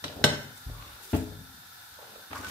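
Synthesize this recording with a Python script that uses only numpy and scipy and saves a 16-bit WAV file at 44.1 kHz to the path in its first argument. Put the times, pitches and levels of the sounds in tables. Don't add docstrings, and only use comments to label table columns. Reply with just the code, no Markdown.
import sys
import numpy as np
from scipy import signal
from scipy.fft import rfft, irfft
from scipy.io import wavfile
from scipy.ndimage import uniform_filter1d

SR = 44100
rng = np.random.default_rng(int(sys.argv[2]) if len(sys.argv) > 2 else 0)


def wav_out(sig):
    wavfile.write(sys.argv[1], SR, np.round(np.clip(np.atleast_2d(sig).T, -1, 1) * 32767).astype(np.int16))


def ratio_of_db(decibels):
    return 10 ** (np.asarray(decibels, float) / 20)


N = 110250

# start in seconds, ring level in dB, crack level in dB,
# tilt in dB per octave.
KNOCKS = [(.040, -45, -26.5, 0), (.240, -27, -11, 0.69)]
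# frequency in Hz, relative level in dB, t60 in seconds.
SUPPORT_MODES = [(147.2, 0, 0.43), (396.3, -5, 0.35), (446, -10, 0.27), (568, -8, 0.52), (595.7, -1, 0.47),
                 (614.6, -20, 0.34), (717, -7.5, 0.19), (1264, -9.5, 0.37), (1530, -12, 0.38),
                 (1548, 8.5, 0.071), (2006, -48, 0.084), (2467, -17, 0.53), (2940, 10, 0.036),
                 (3040, -13, 0.63), (3980, 11, 0.041), (3920, -38, 0.35), (5400, 8, 0.045),
                 (5390, -20, 0.39), (5480, -11, 0.46), (5600, -15, 0.34), (4220, -21, 0.27),
                 (3400, -20, 0.38), (7000, -20.5, .25), (6020, 5.5, 0.053), (7500, -13, 0.12),
                 (8500, -9, 0.18), (10200, -5, 0.056), (12800, -7.5, 0.15)]
# frequency in Hz, relative density in dB per Hz.
CRACK_SPECTRUM = [(59, -34), (100, -7.5), (640, -1.5), (1210, -8.5), (1550, -2), (2370, -8.5), (2930, -7.5),
                  (3930, 0), (4860, -14), (5400, -11), (6660, -16.5), (13400, -27.5), (15500, -53)]
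CRACK_RISE_S, CRACK_T60_S, RING_RISE_S = 0.00066, 0.062, 0.0029
WAVER_DB = 2.5

# start in seconds, level in dB, tilt in dB per octave,
# damping factor (divides mode t60), contact time constant in seconds.
BUMPS = [(0.02, -47.5, -3.5, 2.6, 0.0093), (.041, -46, 2.5, 1.28, 0.0052), (0.157, -37, -5, 2.4, 0.01),
         (.205, -37.5, -5, 0.62, 0.0064), (.241, -28.5, 1.5, 1.95, 0.0013), (.86, -50.5, -6, 2.4, 0.0035),
         (1.130, -24, 1.5, 1.34, 0.0033), (1.41, -51, -2.5, .9, 0.018), (1.915, -54.5, -8.5, 1.7, 0.0035),
         (2.3, -47, .5, 0.7, 0.011), (2.385, -45, 0.5, 1.9, 0.0036), (2.463, -45, -1.5, 1.5, 0.0032)]
# frequency in Hz, relative level in dB, t60 in seconds at damping 1.
HOB_MODES = [(69.6, -2.5, 0.43), (95.8, 1.5, 0.45), (158, -5.5, 0.24), (197.7, -9.5, .3), (260.2, 1, 0.36),
             (292.2, -6, 0.16), (314.5, -0.5, 0.24), (420, -10.5, 0.59), (445.8, -11.5, 0.36),
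             (610.7, -15.5, 0.5), (675, -13, 0.31), (856, -30.5, 0.26)]
# frequency in Hz, relative density in dB per Hz.
THUD_SPECTRUM = [(120, -40), (200, -2), (449, -6), (549, -12), (690, -9), (1170, -19), (2260, -23.5),
                 (2880, -22.5), (5000, -41), (6500, -70), (11000, -120)]
THUD_DB, THUD_T60_S = -5, 0.25

# start in seconds, length in seconds before # the fall, level in dB, centre in Hz,
# Gaussian width (sigma) in octaves.
WIPES = [(1.242, 0.15, -52.5, 105, 0.62), (1.249, 0.081, -59, 570, .5), (1.439, .13, -63.5, 118, 0.89),
         (0.037, 0.042, -46.5, 3540, 0.48), (0.147, .09, -46.5, 436, .7), (1.999, 0.14, -60, 2930, 0.8),
         (0.047, 0.07, -51.5, 540, 0.69), (0.667, .07, -57.5, 477, 1.1), (2.328, 0.059, -51, 5050, .9),
         (0.532, 0.035, -57, 8000, 0.7), (0.709, 0.2, -57, 1122, 0.073), (0.739, .28, -63, 576, 1.3),
         (0.762, 0.17, -60, 2620, 0.62), (1.008, 0.047, -48.5, 7860, 3.3), (1.037, .07, -64, 390, 0.18),
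         (1.077, 0.051, -50.5, 5800, 2.6), (1.125, 0.043, -44, 7760, 3.3), (1.965, 0.065, -53.5, 695, 0.78),
         (2.05, .12, -57.5, 430, 1.27), (2.299, .035, -42, 1030, 1.1), (2.345, 0.037, -46.5, 1300, 0.78),
         (2.38, .04, -48, 547, 1), (2.419, 0.09, -45.5, 1590, 1.5), (2.467, 0.082, -47, 7050, 1)]
WIPE_RISE_S, WIPE_FALL_S, WIPE_GRAIN_DB = 0.028, 0.04, 4
# start in seconds, length in seconds, level in dB, frequency in Hz,
# rms wobble in Hz.
SQUEAKS = [(2.215, 0.036, -53.5, 1520, 60), (2.348, .006, -41.5, 926, 60), (2.3547, .021, -37, 1130, 109),
           (2.351, .02, -39.5, 1521, 90), (2.433, .038, -38.5, 1517, 30)]
SQUEAK_EDGE_POWER = 0.11

# start in seconds, level in dB, seconds until stilled.
STEPS = [(.657, -35, .17), (.885, -56.5, .07), (2.16, -65, .04)]
# frequency in Hz, relative level in dB, t60 in seconds at damping 1.
FLOOR_MODES = [(44.4, -3.5, 0.71), (69.6, 4.5, 0.22), (109.8, -8, 0.71), (149, -9.5, 0.53),
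               (257.2, -17, 0.67), (269.5, -20.5, 0.54), (323, -20, 0.23), (403, -26, 0.3)]
STEP_RISE_S, STEP_STILL_S, FLOOR_DAMPING = 0.013, 0.0082, 0.75

# frequency in Hz, relative density in dB per Hz.
HISS_SPECTRUM = [(18, -57), (30, -24), (108, -9.5), (225, -26), (324, -18), (399, -29), (432, -20.5),
                 (591, -21), (656, -26), (709, -12), (830, -10), (945, -10.5), (1170, -18), (1360, -3),
                 (1590, -12), (1720, -8.5), (1970, -17.5), (2990, -18), (3680, -11), (7260, -19.5),
                 (8950, -19), (12600, -17.5), (15500, -22)]
HISS_DB = -50
# centre in Hz, full width at half amplitude in Hz, level in dB.
WHISTLES = [(1455, 30, -71), (1506, 76, -63.5), (1695, 79, -66), (3595, 50, -63), (12060, 240, -62)]
PATCH_DB, SWELL_DB, FLICKER_DB = 0.85, 0.62, 0.6

# frequency in Hz, t60 in seconds.
ROOM_T60 = [(100, 0.8), (500, .46), (1500, 0.63), (4000, .4), (8000, 0.57), (14000, 0.08)]
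ROOM_HARD_DB, ROOM_DULL_DB, ROOM_RISE_S = -5.5, -13, 0.015

# frequency in Hz, left-right correlation.
LIKENESS = [(60, 0.89), (180, 1), (550, 0.59), (1650, -0.04), (4970, -0.047), (15000, -0.082)]
# frequency in Hz, left minus right in dB.
BALANCE = [(60, 0), (180, 6), (550, 0), (1650, 1), (4970, -1), (15000, 4.5)]
LOW_CUT_HZ, EDGE_HZ = 25.4, 15650


def evened(x):
    return x / np.sqrt(np.mean(x ** 2) + 1e-20)


def read(points, hz):
    f, value = np.transpose(points)
    return np.interp(np.log(hz + 1), np.log(f + 1), value)


def add(mix, start_s, sound):
    part = mix[:, round(start_s * SR):][:, :sound.shape[1]]
    part += sound[:, :part.shape[1]]


def stereo_noise(size, gain):
    hz = np.fft.rfftfreq(size, 1 / SR)
    left, other = rfft(rng.standard_normal((2, size)))
    same = np.clip(read(LIKENESS, hz), -1, 1)
    right = same * left + np.sqrt(1 - same ** 2) * other
    return evened(irfft(np.array([left, right]) * gain(hz), size))


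def ring(modes, tilt_db, damping, size):
    hz, db, t60_s = np.transpose(modes)[:, :, None]
    t = np.arange(size) / SR
    slip = (1 - np.clip(read(LIKENESS, hz), 0, 1)) * np.pi * (2 * rng.random(hz.shape) - 1)
    knots = rng.standard_normal((len(hz), size // 512 + 2))
    waver = np.array([np.interp(t * SR / 512, np.arange(len(k)), k) for k in knots])
    waver *= np.minimum(t * 20, 1)
    level_db = db + tilt_db * np.log2(hz / hz[0]) - 60 * t * damping / t60_s + WAVER_DB * waver
    gain = ratio_of_db(level_db) * (-1) ** np.arange(len(hz))[:, None]
    return np.array([-(gain * np.sin(2 * np.pi * hz * t + side * slip)).sum(0) for side in (-.5, .5)])


def knocks():
    cracks, rings = np.zeros((2, N)), np.zeros((2, N))
    t = np.arange(SR // 2) / SR
    size = SR // 8
    crack_shape = ratio_of_db(-60 * t / CRACK_T60_S) * np.minimum(t / CRACK_RISE_S, 1)
    ring_rise = np.minimum(t / RING_RISE_S, 1)
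    for start_s, ring_db, crack_db, tilt_db in KNOCKS:
        crack = stereo_noise(size, lambda hz: ratio_of_db(read(CRACK_SPECTRUM, hz)
                                                  + tilt_db * np.log2(hz / 1000 + .01)))
        add(cracks, start_s, ratio_of_db(crack_db) * crack_shape[:size] * crack)
        add(rings, start_s, ratio_of_db(ring_db) * ring_rise * ring(SUPPORT_MODES, tilt_db, 1, len(t)))
    return cracks, rings


def bumps():
    out = np.zeros((2, N))
    t = np.arange(SR // 2) / SR
    thud_shape = ratio_of_db(THUD_DB - 60 * t / THUD_T60_S)
    for start_s, db, tilt_db, damping, contact_s in BUMPS:
        thud = stereo_noise(len(t), lambda hz: ratio_of_db(read(THUD_SPECTRUM, hz)
                                                   + tilt_db * np.log2(hz / 100 + .01)))
        body = ring(HOB_MODES, tilt_db, damping, len(t)) + thud_shape * thud
        add(out, start_s, ratio_of_db(db) * (1 - np.exp(-t / contact_s)) * body)
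    return out


def wipes():
    out = np.zeros((2, N))
    for start_s, length_s, db, centre_hz, octaves in WIPES:
        t = np.arange(0, length_s + 4 * WIPE_FALL_S, 1 / SR)
        rub = stereo_noise(len(t), lambda hz: np.exp(-.5 * (np.log2((hz + 1) / centre_hz) / octaves) ** 2))
        chance = uniform_filter1d(rng.standard_normal(len(t)), size=200)
        grain = ratio_of_db(WIPE_GRAIN_DB * evened(chance))
        shape = np.minimum(t / WIPE_RISE_S, 1) * np.exp(-np.maximum(t - length_s, 0) / WIPE_FALL_S)
        add(out, start_s, ratio_of_db(db) * shape * grain * rub)
    return out


def squeaks():
    out = np.zeros((2, N))
    for start_s, length_s, db, hz, wobble_hz in SQUEAKS:
        t = np.arange(0, length_s, 1 / SR)
        waver_hz = wobble_hz * evened(uniform_filter1d(rng.standard_normal(len(t)), size=120))
        tone = np.sin(2 * np.pi * np.cumsum(hz + waver_hz) / SR)
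        tone *= np.sin(np.pi * t / length_s) ** SQUEAK_EDGE_POWER
        add(out, start_s, ratio_of_db(db) * np.array([tone, tone]))
    return out


def steps():
    out = np.zeros((2, N))
    t = np.arange(SR // 2) / SR
    for start_s, db, length_s in STEPS:
        shape = np.minimum(t / STEP_RISE_S, 1) * np.exp(-np.maximum(t - length_s, 0) / STEP_STILL_S)
        add(out, start_s, ratio_of_db(db) * shape * ring(FLOOR_MODES, 0, FLOOR_DAMPING, len(t)))
    return out


def simmer():
    hiss = stereo_noise(N, lambda hz: ratio_of_db(read(HISS_SPECTRUM, hz)))
    z = signal.stft(hiss, nperseg=512, noverlap=384)[2]
    chance = rng.standard_normal(z.shape[1:])
    patches = uniform_filter1d(uniform_filter1d(chance, size=6, axis=0), size=20, axis=1)
    swell = uniform_filter1d(chance.sum(0), size=100)
    flicker = uniform_filter1d(chance, size=80, axis=0)
    drift_db = PATCH_DB * evened(patches) + SWELL_DB * evened(swell) + FLICKER_DB * evened(flicker)
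    hiss = signal.istft(z * ratio_of_db(drift_db), nperseg=512, noverlap=384)[1][:, :N]
    out = ratio_of_db(HISS_DB) * evened(hiss)
    for centre_hz, width_hz, db in WHISTLES:
        out = out + ratio_of_db(db) * stereo_noise(N, lambda hz: 1 / (1 + (2 * (hz - centre_hz) / width_hz) ** 2))
    return out


def kitchen(x):
    hz, t, z = signal.stft(stereo_noise(SR, np.ones_like), SR, nperseg=256)
    decay = ratio_of_db(-60 * t / read(ROOM_T60, hz)[:, None])
    tail = signal.istft(z * decay, SR, nperseg=256)[1]
    tail = tail * np.minimum(np.arange(tail.shape[1]) / SR / ROOM_RISE_S, 1)
    tail = tail / np.linalg.norm(tail[0])
    return signal.fftconvolve(x.mean(0)[None], tail, axes=1)[:, :N]


def scene():
    cracks, rings = knocks()
    hard = cracks + wipes() + squeaks()
    dull = rings + bumps() + steps()
    room = kitchen(ratio_of_db(ROOM_HARD_DB) * hard + ratio_of_db(ROOM_DULL_DB) * dull)
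    return simmer() + hard + dull + room


def band_limit(x):
    return signal.sosfilt(signal.butter(12, 16160, fs=SR, output="sos"), x)


def record(dry):
    hz = np.fft.rfftfreq(N, 1 / SR)
    half_db = read(BALANCE, hz) / 2
    low_cut = hz ** 2 / np.sqrt(hz ** 4 + LOW_CUT_HZ ** 4)
    band = low_cut * (hz < EDGE_HZ)
    mix = irfft(rfft(dry) * band * ratio_of_db(np.array([half_db, -half_db])), N)
    return band_limit(mix)


dry = scene()
out = record(dry)
wav_out(out)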